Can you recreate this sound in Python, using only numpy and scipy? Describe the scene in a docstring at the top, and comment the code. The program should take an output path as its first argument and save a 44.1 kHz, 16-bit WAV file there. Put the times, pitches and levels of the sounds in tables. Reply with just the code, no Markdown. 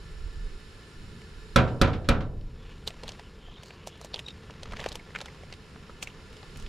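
"""Outdoors at a light camp table, close to a camera's stereo microphone. An egg is knocked three times
on the top, which rings, shakes and makes the things on it hop. The shell is then cracked open over a
plastic bag whose creases click, rustle and squeak. Beneath lie a hiss with fixed resonances, low rumble,
wind on the microphone and a faint far bird.
The camera turns its gain down after the knocks and lets it creep back."""
import sys
import numpy as np
from scipy import signal
from scipy.fft import rfft, irfft, next_fast_len
from scipy.io import wavfile
from scipy.ndimage import map_coordinates

SR = 44100
rng = np.random.default_rng(int(sys.argv[2]) if len(sys.argv) > 2 else 0)


def to_wav(s):
    """Save 16-bit WAV."""
    ch = np.atleast_2d(s).T  # columns
    pcm = np.round(np.clip(ch, -1, 1) * 32767)  # PCM
    wavfile.write(sys.argv[1], SR, pcm.astype(np.int16))


N = 294718

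# strength of the outdoor air at the microphone: time_s, wind_db, rumble_db
BREEZE = [(0.0, -44, -50), (0.24, -43, -50.5), (0.43, -42.5, -50.5), (0.65, -47.5, -50), (0.84, -54, -53),
          (1.08, -49, -45), (1.39, -41, -52.5), (2.3, -54, -52), (2.81, -46.5, -50), (3.12, -50, -48.5),
          (3.52, -51, -51.5), (4.26, -60, -49), (4.8, -46.5, -45), (5.08, -58.5, -49.5),
          (5.6, -54.5, -49.5), (6.05, -55.5, -50), (6.42, -52, -50.5), (6.68, -46, -46)]
# spectrum of wind on the microphone: frequency_hz, relative_db
WIND_SPECTRUM = [(8.8, -29), (15, 1), (34, 2.5), (65, -14.5), (90, -9.5), (120, -33), (200, -120)]
# spectrum of the far rumble: frequency_hz, relative_db
RUMBLE_SPECTRUM = [(29, -24), (50, -1.5), (81, -2), (113, -5.5), (151, -4.5), (194, -7.5), (254, -13),
                   (330, -26), (430, -48), (730, -120)]
# how alike left and right hear the rumble and hiss: frequency_hz, correlation
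AMBIENT_LIKENESS = [(60, 1), (450, 0.95), (900, 0.67), (3300, 0.65), (5600, 0.8), (6000, 0.66),
                    (7600, 0.98), (8200, 0.98), (14000, .999)]
# how busily the hands work the bag: time_s, body_db, treble_db
HANDS = [(2.4, -64, -88), (2.58, -63, -86), (2.7, -55.5, -69), (2.8, -62, -88), (3.1, -53, -75),
         (3.3, -62, -95), (3.6, -57, -86), (3.68, -55.5, -56), (3.8, -57.5, -88), (4.4, -58, -84),
         (4.62, -54.5, -80), (4.82, -47.5, -60), (5.02, -57, -89), (5.28, -54, -69), (5.6, -60, -80),
         (6.2, -57, -76), (6.5, -61, -84), (6.6, -57.5, -76), (6.68, -59, -81)]
# louder snaps of shell and bag: start_s, level_db, centre_hz, breadth_octaves, thud_db, sparkle_db
SNAPS = [(1.2186, -36, 2040, 0.51, -5, -9), (2.873, -29, 4370, 0.18, -22.5, -26),
         (2.8764, -10, 3700, 0.27, -12, -13), (2.906, -27, 2190, 0.63, -2, -20),
         (3.0356, -24.5, 2880, 0.72, 4, -16), (3.0804, -21, 3450, 0.26, -12, -14),
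         (3.0918, -20.5, 3560, 0.69, -5.5, -18), (3.1198, -28.5, 4140, .61, -5, -30),
         (3.196, -28, 2600, 0.63, 0.5, -21), (3.4855, -43, 1390, 0.38, 12, -24),
         (3.562, -34, 3220, 0.11, -18, -30), (3.6342, -30.5, 3550, 0.57, -3, -6),
         (3.6603, -39, 3920, .65, -10, -8), (3.7071, -27.5, 2100, 0.51, -5, -23),
         (3.8737, -29, 3280, 0.42, 10, 3), (3.881, -32, 4250, .63, -11, -11),
         (4.0143, -32.5, 2590, 1.24, 5, -4), (4.0473, -31.5, 4480, 0.71, 7.5, -0.5),
         (4.1428, -11.5, 3600, 0.35, -11.5, -26), (4.1609, -22.5, 2960, 0.31, -5, -16),
         (4.1669, -27, 3200, 0.14, -8, -27), (4.1929, -18, 2620, 0.36, -13, -16.5),
         (4.2848, -22.5, 2980, 0.33, -31, -18), (4.306, -33, 3180, 0.52, -39, -27),
         (4.4993, -30, 1400, .41, -1, -38), (4.508, -32, 3080, 0.71, -12, -37),
         (4.6328, -22.5, 3060, 0.8, -4, -33), (4.723, -25.5, 1760, 0.92, -1, -18),
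         (4.7355, -20.5, 1300, .41, -7, -26), (4.7697, -24, 2750, 0.72, -31, -24),
         (4.7961, -20, 1500, .68, -3, -22), (4.803, -22.5, 2600, 0.72, -10, -19),
         (4.8135, -25.5, 2960, .37, 1, -19), (4.842, -19, 1690, 0.9, -11, -19),
         (4.8623, -16.5, 2110, 0.96, 7.5, -24), (4.8887, -21.5, 3800, 0.82, -14, -20),
         (4.919, -22.5, 3460, 0.48, -6, -23), (4.9271, -28.5, 3800, 0.34, -9, -7),
         (4.956, -19.5, 3550, 0.97, -3.5, -16), (4.996, -29, 2080, 0.13, -5, -26),
         (5.1063, -34, 2030, .31, -10, -32), (5.151, -17.5, 1710, 0.54, -18, -32),
         (5.1575, -18, 1480, 0.35, -17, -30), (5.1609, -15, 2130, 0.29, -25, -28),
         (5.1882, -25.5, 2290, .68, -8, -14), (5.2058, -22.5, 1860, .76, -7, -25),
         (5.2147, -21, 2850, 0.8, -1.5, -16), (5.259, -24, 2280, 0.96, -8, -21),
         (5.2844, -28, 2100, 0.19, -7, -25), (5.4357, -34.5, 1680, 0.58, 6, -17),
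         (5.5262, -23, 2160, 0.82, -8, -30), (5.539, -30, 3070, 0.48, -35, -16),
         (5.761, -33, 1390, 0.44, 0, -32), (5.8972, -29, 1220, 0.25, 0, -26),
         (6.027, -16.5, 2780, 0.32, -36, -7), (6.0737, -19, 2570, 0.27, -29, -19.5),
         (6.101, -35, 2900, 0.26, -20, -20), (6.3293, -38, 2970, .41, 0, -8),
         (6.3692, -36, 2990, .8, -6, -13), (6.4307, -31.5, 2240, .66, 2, -26),
         (6.56, -31, 2040, .76, -16, -17), (6.573, -35, 3370, 1.6, -24, -2),
         (6.5998, -35, 3900, 0.42, -18, -5), (6.6252, -35.5, 3450, 0.6, -16, -4),
         (6.664, -28.5, 2560, .55, -15, -36)]
# the egg meets the table: start_s, level_db, crack_db, splinter_db, sway_db
KNOCKS = [(1.5598, -3.5, -11.5, -42, -16), (1.8141, -6, -8, -38, -9.5), (2.0881, -8.5, -6.5, -37, -4)]


def amp(db):
    """Decibels to amplitude."""
    return 10 ** (np.asarray(db) / 20)


def unit(x):
    """Scales to an rms of 1."""
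    return x / np.sqrt(np.mean(x ** 2) + 1e-20)


def along(points, hz):
    """Reads (frequency_hz, value) points on a log frequency axis."""
    freqs, values = np.transpose(points)
    return np.interp(np.log(hz + 1), np.log(freqs + 1), values)


def curves(rows):
    """One value per sample for each column after the time."""
    times, *columns = np.transpose(rows)
    return [np.interp(np.arange(N) / SR, times, column) for column in columns]


def wobble(rate):
    """A smooth random curve, rate knots a second."""
    return map_coordinates(rng.standard_normal(int(N * rate / SR) + 4), [np.arange(N) * rate / SR])


def swells(events, rise_s, fall_s):
    """Power curve in which each (time_s, level_db) event rises and falls exponentially."""
    t = np.arange(0, N, 32) / SR
    s, db = np.transpose(events)[:, :, None]
    power = amp(2 * db) * np.exp(-2 * np.where(t < s, (s - t) / rise_s, (t - s) / fall_s))
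    return np.interp(np.arange(N) / SR, t, power.sum(axis=0))


def filtered(x, response):
    """Filters x by a gain given as a function of frequency."""
    size = next_fast_len(x.shape[-1] + 4096)
    return irfft(rfft(x, size) * response(np.fft.rfftfreq(size, 1 / SR)), size)[..., :x.shape[-1]]


def stereo_noise(gain, likeness, size):
    """Noise of rms 1, its channels as alike as the (frequency_hz, correlation) points say."""
    def mid_side_gain(hz):
        angle = np.arccos(np.clip(along(likeness, hz), -1, 1)) / 2
        return gain(hz) * [np.cos(angle), np.sin(angle)]
    mid, side = filtered(rng.standard_normal((2, size)), mid_side_gain)
    return unit(np.array([mid + side, mid - side]))


def shaped_noise(spectrum, correlation, size):
    """Stereo noise with a (frequency_hz, relative_db) spectrum and one left-right correlation."""
    return stereo_noise(lambda f: amp(along(spectrum, f)), [(1000, correlation)], size)


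def pan(db):
    """Channel gains that put the left db above the right."""
    return amp([[db / 2], [-db / 2]])


def add(out, start_s, sound):
    """Mixes a sound in at start_s."""
    part = out[:, round(start_s * SR):][:, :sound.shape[1]]
    part += sound[:, :part.shape[1]]


def narrowed(x):
    """The stereo image closes to the centre after the knocks, then slowly reopens."""
    # gain of the left-right difference: time_s, side_db
    width = [(0, 0.5), (2.2, 1.5), (2.5, -48), (4.1, -20), (4.6, -9.5), (4.95, -5), (5.1, -2.5), (5.6, 0),
             (6.68, 0.5)]
    mid = (x[0] + x[1]) / 2
    side = (x[0] - x[1]) / 2 * amp(curves(width)[0])
    return np.array([mid + side, mid - side])


def hiss():
    """A hiss that keeps its resonances; hands and bag shade its upper part."""
    # the broad hiss: frequency_hz, relative_db
    spectrum = [(200, -37), (300, -0.5), (430, 1.5), (650, -12.5), (1400, -9), (2300, -13), (5300, -16.5),
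                (6000, -23.5), (7600, -23.5), (8100, -32), (9300, -27), (12200, -34.5), (14000, -42),
                (15000, -70)]
    # resonances standing over it: centre_hz, width_hz, boost_db
    resonances = [(440, 50, 5), (1000, 60, 4), (1385, 60, 7), (1745, 45, 12), (2150, 57, 4), (2600, 110, 5),
                  (2965, 90, 7), (3750, 66, 8), (4190, 60, 9), (4575, 60, 4), (5120, 250, 4), (5550, 50, 8),
                  (6700, 60, 7), (7110, 170, 7), (7480, 64, 9), (8790, 190, 12), (9750, 88, 8),
                  (10700, 60, 8)]
    # its balance at the microphone: frequency_hz, left_over_right_db
    balance = [(60, 1.5), (130, -1), (290, -2), (640, 1.5), (1410, 1.5), (3100, -4), (6820, -1), (15000, 1)]
    # level of its upper part: time_s, level_db
    upper_level = [(0, -52), (1.55, -52), (2.3, -62), (2.81, -56.5), (3.12, -53), (3.52, -60.5),
                   (4.26, -55), (4.76, -57.5), (5.1, -54.5), (6.05, -55), (6.5, -51)]
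    low_db, split_hz = -54, 750
    boost_db = lambda f: sum(db / (1 + (2 * (f - hz) / width) ** 2) for hz, width, db in resonances)
    noise = stereo_noise(lambda f: amp(along(spectrum, f) + boost_db(f)), AMBIENT_LIKENESS, N)
    noise = filtered(noise, lambda f: amp(np.outer([.5, -.5], along(balance, f))))
    low = filtered(noise, lambda f: 1 / (1 + (f / split_hz) ** 4))
    return amp(low_db) * low + amp(curves(upper_level)[0]) * (noise - low)


def rumble():
    """Low noise from far off, wavering slightly."""
    _, rumble_db = curves(BREEZE)
    level = amp(rumble_db + wobble(15))
    return level * stereo_noise(lambda f: amp(along(RUMBLE_SPECTRUM, f)), AMBIENT_LIKENESS, N)


def far_bird():
    """Distance blurs each rising note into narrow noise with a wide halo."""
    # faint notes: start_s, length_s, start_pitch_hz, level_db
    notes = [(2.527, 0.23, 3400, -64), (2.621, 0.16, 2850, -58.5), (3.189, 0.11, 2870, -58),
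             (3.367, .21, 3100, -57.5), (3.497, 0.14, 3610, -57.5), (3.597, 0.19, 4400, -58),
             (3.701, 0.34, 2850, -59), (3.87, .129, 3300, -60), (3.996, 0.093, 3940, -58.5)]
    rise_hz_per_s = 453
    out = np.zeros((1, N))
    blur = wobble(330) + .8 * wobble(1300)
    for start, length, hz, db in notes:
        t = np.arange(round(length * SR)) / SR
        note = np.sin(2 * np.pi * (hz + rise_hz_per_s * t / 2) * t)
        add(out, start, amp(db) * (np.hanning(len(t)) ** .5 * note)[None])
    return blur * out


def wind():
    """Air buffets the microphone in deep, uneven lumps."""
    wind_db, _ = curves(BREEZE)
    lumps = amp(4.6 * wobble(9.1))
    return amp(wind_db) * lumps * shaped_noise(WIND_SPECTRUM, 0.97, N) * pan(-2.9)


def wind_thumps():
    """Each push of wind swings the diaphragms once or twice."""
    # pushes on the microphone: start_s, level_db, pitch_hz
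    pushes = [(0.261, -24.5, 38.7), (0.374, -28.5, 44.5), (0.657, -42, 26.9)]
    t60_s = .15
    out, t = np.zeros((2, N)), np.arange(SR // 4) / SR
    for s, db, hz in pushes:
        add(out, s, pan(-6) * amp(db - 60 * t / t60_s) * np.sin(2 * np.pi * hz * t))
    return out


def bag_rustle():
    """Many tiny creases: noise gated by dense grains, swelling with the hands and the louder snaps."""
    # body of the plastic film's rustle: frequency_hz, relative_db
    body_spectrum = [(240, -65), (400, -4), (521, -0.5), (608, -11), (994, -4.5), (1570, -10), (2690, -9.5),
                     (7000, -25), (9100, -53), (15400, -120)]
    # its treble sheen: frequency_hz, relative_db
    sheen_spectrum = [(4000, -8), (6000, -3.5), (7500, -5), (10000, -16.5), (13000, -18), (15500, -17)]
    creases_per_s, flurry_body_db, flurry_treble_db = 900, -29.5, -14.5
    body_db, treble_db = curves(HANDS)
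    body_flurries = [(s, db + flurry_body_db) for s, db, *_ in SNAPS]
    treble_flurries = [(s, db + sparkle_db + flurry_treble_db) for s, db, *_, sparkle_db in SNAPS]
    body_power = amp(2 * body_db) + swells(body_flurries, rise_s=0.0035, fall_s=0.01)
    treble_power = amp(2 * treble_db) + swells(treble_flurries, rise_s=0.0035, fall_s=0.01)
    grains = (rng.random(N) < creases_per_s / SR) * amp(2.8 * rng.exponential(size=N))
    gate = unit(.5 + filtered(grains, lambda f: 40 / (1 + 1j * f / 120) ** 2))
    body = np.sqrt(body_power) * shaped_noise(body_spectrum, 0.97, N)
    sheen = np.sqrt(treble_power) * shaped_noise(sheen_spectrum, 0.38, N)
    fade_in = np.clip((np.arange(N) / SR - HANDS[0][0]) / .1, 0, 1)
    return fade_in * gate * (body + sheen)


def bag_squeaks():
    """Film slips on wet skin: short tones with two weak overtones."""
    # slips: peak_s, level_db, pitch_hz, half_width_s
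    slips = [(4.253, -54, 3850, .002), (4.266, -34.5, 3780, .002), (4.285, -37, 3830, 0.0036),
             (4.298, -46, 3650, .003), (4.307, -45, 3760, .004), (4.315, -55, 3690, .003)]
    out, lead_s = np.zeros((1, N)), .02
    t = np.arange(SR // 25) / SR - lead_s
    for s, db, hz, half_width in slips:
        phase = 2 * np.pi * hz * t
        tone = np.sin(phase) + 0.13 * np.sin(1.5 * phase) + 0.072 * np.sin(2 * phase)
        add(out, s - lead_s, (amp(db) * np.exp(-(t / half_width) ** 2 / 2) * tone)[None])
    return out


def faint_snaps(count):
    """Random quiet rows like those of SNAPS, more often where the hands are busy."""
    level_db, centre_hz, octaves, thud_db, sparkle_db = -44.5, 2800, 0.49, -17, -13.5
    t = np.arange(N) / SR
    effort = np.cumsum(amp(curves(HANDS)[0]) * (t > HANDS[0][0]))
    times = np.interp(rng.random(count), effort / effort[-1], t)
    scatter = rng.standard_normal((count, 4))
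    return [(s, level_db + 3 * a, centre_hz * np.exp(0.18 * b), octaves,
             thud_db + 6 * c, sparkle_db + 5 * d) for s, (a, b, c, d) in zip(times, scatter)]


def snaps():
    """Shell splinters or a crease buckles: a burst, a broad tick, sparkle, a thud of the air inside."""
    out, lead_s = np.zeros((2, N)), .012
    t = np.arange(SR // 16) / SR - lead_s
    onset = amp(-12 + 60 * t / .05) + amp(60 * t / .004)  # slow creak, then quick release
    jolt = 1 + 3 * np.exp(-(t / 0.00067) ** 2)  # the break itself heads the splinters

    def burst(centre_hz, octaves, t60_s):
        envelope = jolt / (amp(60 * t / t60_s) + 1 / onset)
        push = envelope * stereo_noise(np.ones_like, [(1000, 1.0), (3000, 0.95)], len(t))
        band = filtered(push, lambda f: np.exp(-(np.log2((f + 1) / centre_hz) / octaves) ** 2 / 2))
        return 3 * band / np.linalg.norm(band)
    for s, db, hz, breadth, thud_db, sparkle_db in SNAPS + faint_snaps(count=18):
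        snap = burst(hz, breadth, t60_s=0.03)
        tick = amp(-18) * burst(2900, 0.79, t60_s=0.03)
        sparkle = amp(sparkle_db) * burst(6600, 0.56, t60_s=0.02)
        thud = amp(thud_db) * burst(596, 0.54, t60_s=0.044)
        add(out, s - lead_s, amp(db) * pan(rng.normal(-1, 0.5)) * (snap + tick + sparkle + thud))
    return out


def table_shake():
    """Deep and upper bass noise lingers in the top and legs after each knock."""
    over_sway_db, rise_s, top_hz = -22.5, 0.099, 160
    out, t = np.zeros((2, N)), np.arange(N) / SR
    for t60_s, spectrum in [(1.8, WIND_SPECTRUM), (1.3, RUMBLE_SPECTRUM)]:
        power = np.zeros(N)
        for s, *_, sway_db in KNOCKS:
            age = np.clip(t - s, 0, None)
            rise = 1 - np.exp(-age / rise_s)
            power += (rise * amp(sway_db + over_sway_db - 60 * age / t60_s)) ** 2
        bass = stereo_noise(lambda f: amp(along(spectrum, f)) / (1 + (f / top_hz) ** 2), [(60, 1.0)], N)
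        out += np.sqrt(power) * bass
    return out


def clatter(decay_speed):
    """The table's dense ring between its modes: noise in which each frequency dies at its own pace."""
    # colour of the ring: frequency_hz, relative_db
    spectrum = [(35, -38), (60, 5.5), (253, -1.5), (368, -6.5), (572, -4.5), (829, -12), (1420, -6),
                (1790, -9.5), (2310, -11), (3760, -15), (4630, -22.5), (11500, -43), (15500, -107)]
    # its decay at a decay_speed of 1: frequency_hz, t60_s
    decay_times = [(40, 0.97), (110, 0.39), (280, 1), (740, 0.62), (1940, 0.27), (5120, 0.23), (13500, 0.1)]
    size = SR * 3 // 4
    likeness = [(100, 0.84), (700, 1.0), (3000, 0.61), (9000, 0.91)]
    noise = stereo_noise(lambda f: amp(along(spectrum, f)), likeness, size)
    hz, t, bands = signal.stft(noise, SR, nperseg=256)
    decay = amp(-60 * t * decay_speed / along(decay_times, hz)[:, None])
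    return signal.istft(bands * decay, SR, nperseg=256)[1][:, :size]


def hops():
    """Things on the table hop after the knocks and land with a thin clatter."""
    # landings: start_s, level_db
    landings = [(1.58, -29), (1.6772, -34), (1.8754, -29.5), (1.9315, -30), (2.045, -40.5), (2.145, -42),
                (2.2064, -34)]
    out = np.zeros((2, N))
    thin = lambda f: f / (f + 1500) / (1 + (f / 8000) ** 4)
    for s, db in landings:
        add(out, s, amp(db) * filtered(clatter(decay_speed=1.3), thin))
    return out


def egg_knocks():
    """Each knock cracks the shell, rings the table top and makes the legs give once."""
    # modes of the table top: pitch_hz, level_db, t60_s
    table_modes = [(49, -5.5, 0.49), (94.2, -1.5, 0.71), (123.6, -1.5, 0.8), (151, -1.5, 0.25),
                   (173.7, 3.5, 0.26), (237.6, 2.5, 0.32), (349, -4.5, 0.25), (430, -14, 0.18),
                   (471, -9, 0.13), (547, 2.5, 0.2), (745, -9.5, 0.52), (964, -13.5, 0.46),
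                   (1018, -7, 0.17), (1315, 2, 0.11), (1350, -9.5, 0.39), (1437, -13, 0.15),
                   (1566, -12.5, 0.38), (1470, -6.5, 0.29), (2400, -10, 0.21), (3470, -18, 0.064)]
    # the shell's own short modes: pitch_hz, level_db, t60_s
    shell_modes = [(1400, -2.5, 0.0076), (2350, -17, 0.01), (3380, -4, 0.0077), (5600, -16, 0.011)]
    # the crack of the contact: frequency_hz, relative_db
    crack_spectrum = [(180, -26), (300, 3.5), (699, -8), (1400, -28), (2680, -27), (3490, -10), (4120, -5),
                      (5560, -17), (11900, -25), (15800, -44)]
    # flying bits of shell: frequency_hz, relative_db
    splinter_spectrum = [(3500, -12), (6000, 6), (7800, -8), (10200, -3), (13000, -18), (15500, -19)]
    out, t = np.zeros((2, N)), np.arange(SR * 3 // 4) / SR
    rise = 1 - np.exp(-t / 0.00081)
    pans_db = rng.normal(-3.5, 4.0, len(table_modes))  # the two ports hear each mode differently

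    def mode(hz, db, t60_s):
        envelope = amp(db + rng.normal(0, 1.5) - 60 * t / t60_s)
        return envelope * np.sin(2 * np.pi * hz * t + rng.normal(0, .4))
    for s, db, crack_db, splinter_db, sway_db in KNOCKS:
        ring = amp(-16.5) * sum(pan(pan_db) * mode(*row) for row, pan_db in zip(table_modes, pans_db))
        shell = amp(0.5) * sum(mode(*row) for row in shell_modes)
        crack = shaped_noise(crack_spectrum, 0.86, len(t)) * amp(crack_db - 60 * t / 0.031)
        splinters = shaped_noise(splinter_spectrum, 0.63, len(t)) * amp(splinter_db - 60 * t / 0.051)
        sway = amp(sway_db) * np.exp(-((t - .016) / 0.01) ** 2) * np.sin(2 * np.pi * 43 * t)
        dense_ring = amp(-12.5) * clatter(decay_speed=1.11)
        add(out, s, amp(db) * rise * (ring + dense_ring + shell + crack + splinters + sway))
    return out


def scene():
    """Egg, table and bag up close, over a bed of rustle and outdoor sound that narrows for a while."""
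    close = egg_knocks() + hops() + snaps() + bag_squeaks()
    bed = bag_rustle() + far_bird() + wind() + rumble() + hiss() + wind_thumps() + table_shake()
    return close + narrowed(bed)


def record(dry):
    """The camera's gain follows the last second of sound, and the top octave falls away."""
    memory_s, threshold_db, rolloff_hz, top_hz = .9, -22.0, 14500, 15900
    # a faint, thin hiss near 12.7 kHz, unrelated in left and right
    top_hiss = amp(-84.5) * stereo_noise(lambda f: np.exp(-((f - 12700) / 800) ** 2), [(1000, 0)], N)
    pole = np.exp(-1 / (memory_s * SR))
    recent_power = signal.lfilter([1 - pole], [1, -pole], np.mean(dry ** 2, axis=0))
    gain = (1 + recent_power / amp(threshold_db) ** 2) ** -.2
    return filtered(dry * gain + top_hiss, lambda hz: (hz < top_hz) / (1 + (hz / rolloff_hz) ** 12))


dry = scene()
out = record(dry)
to_wav(out)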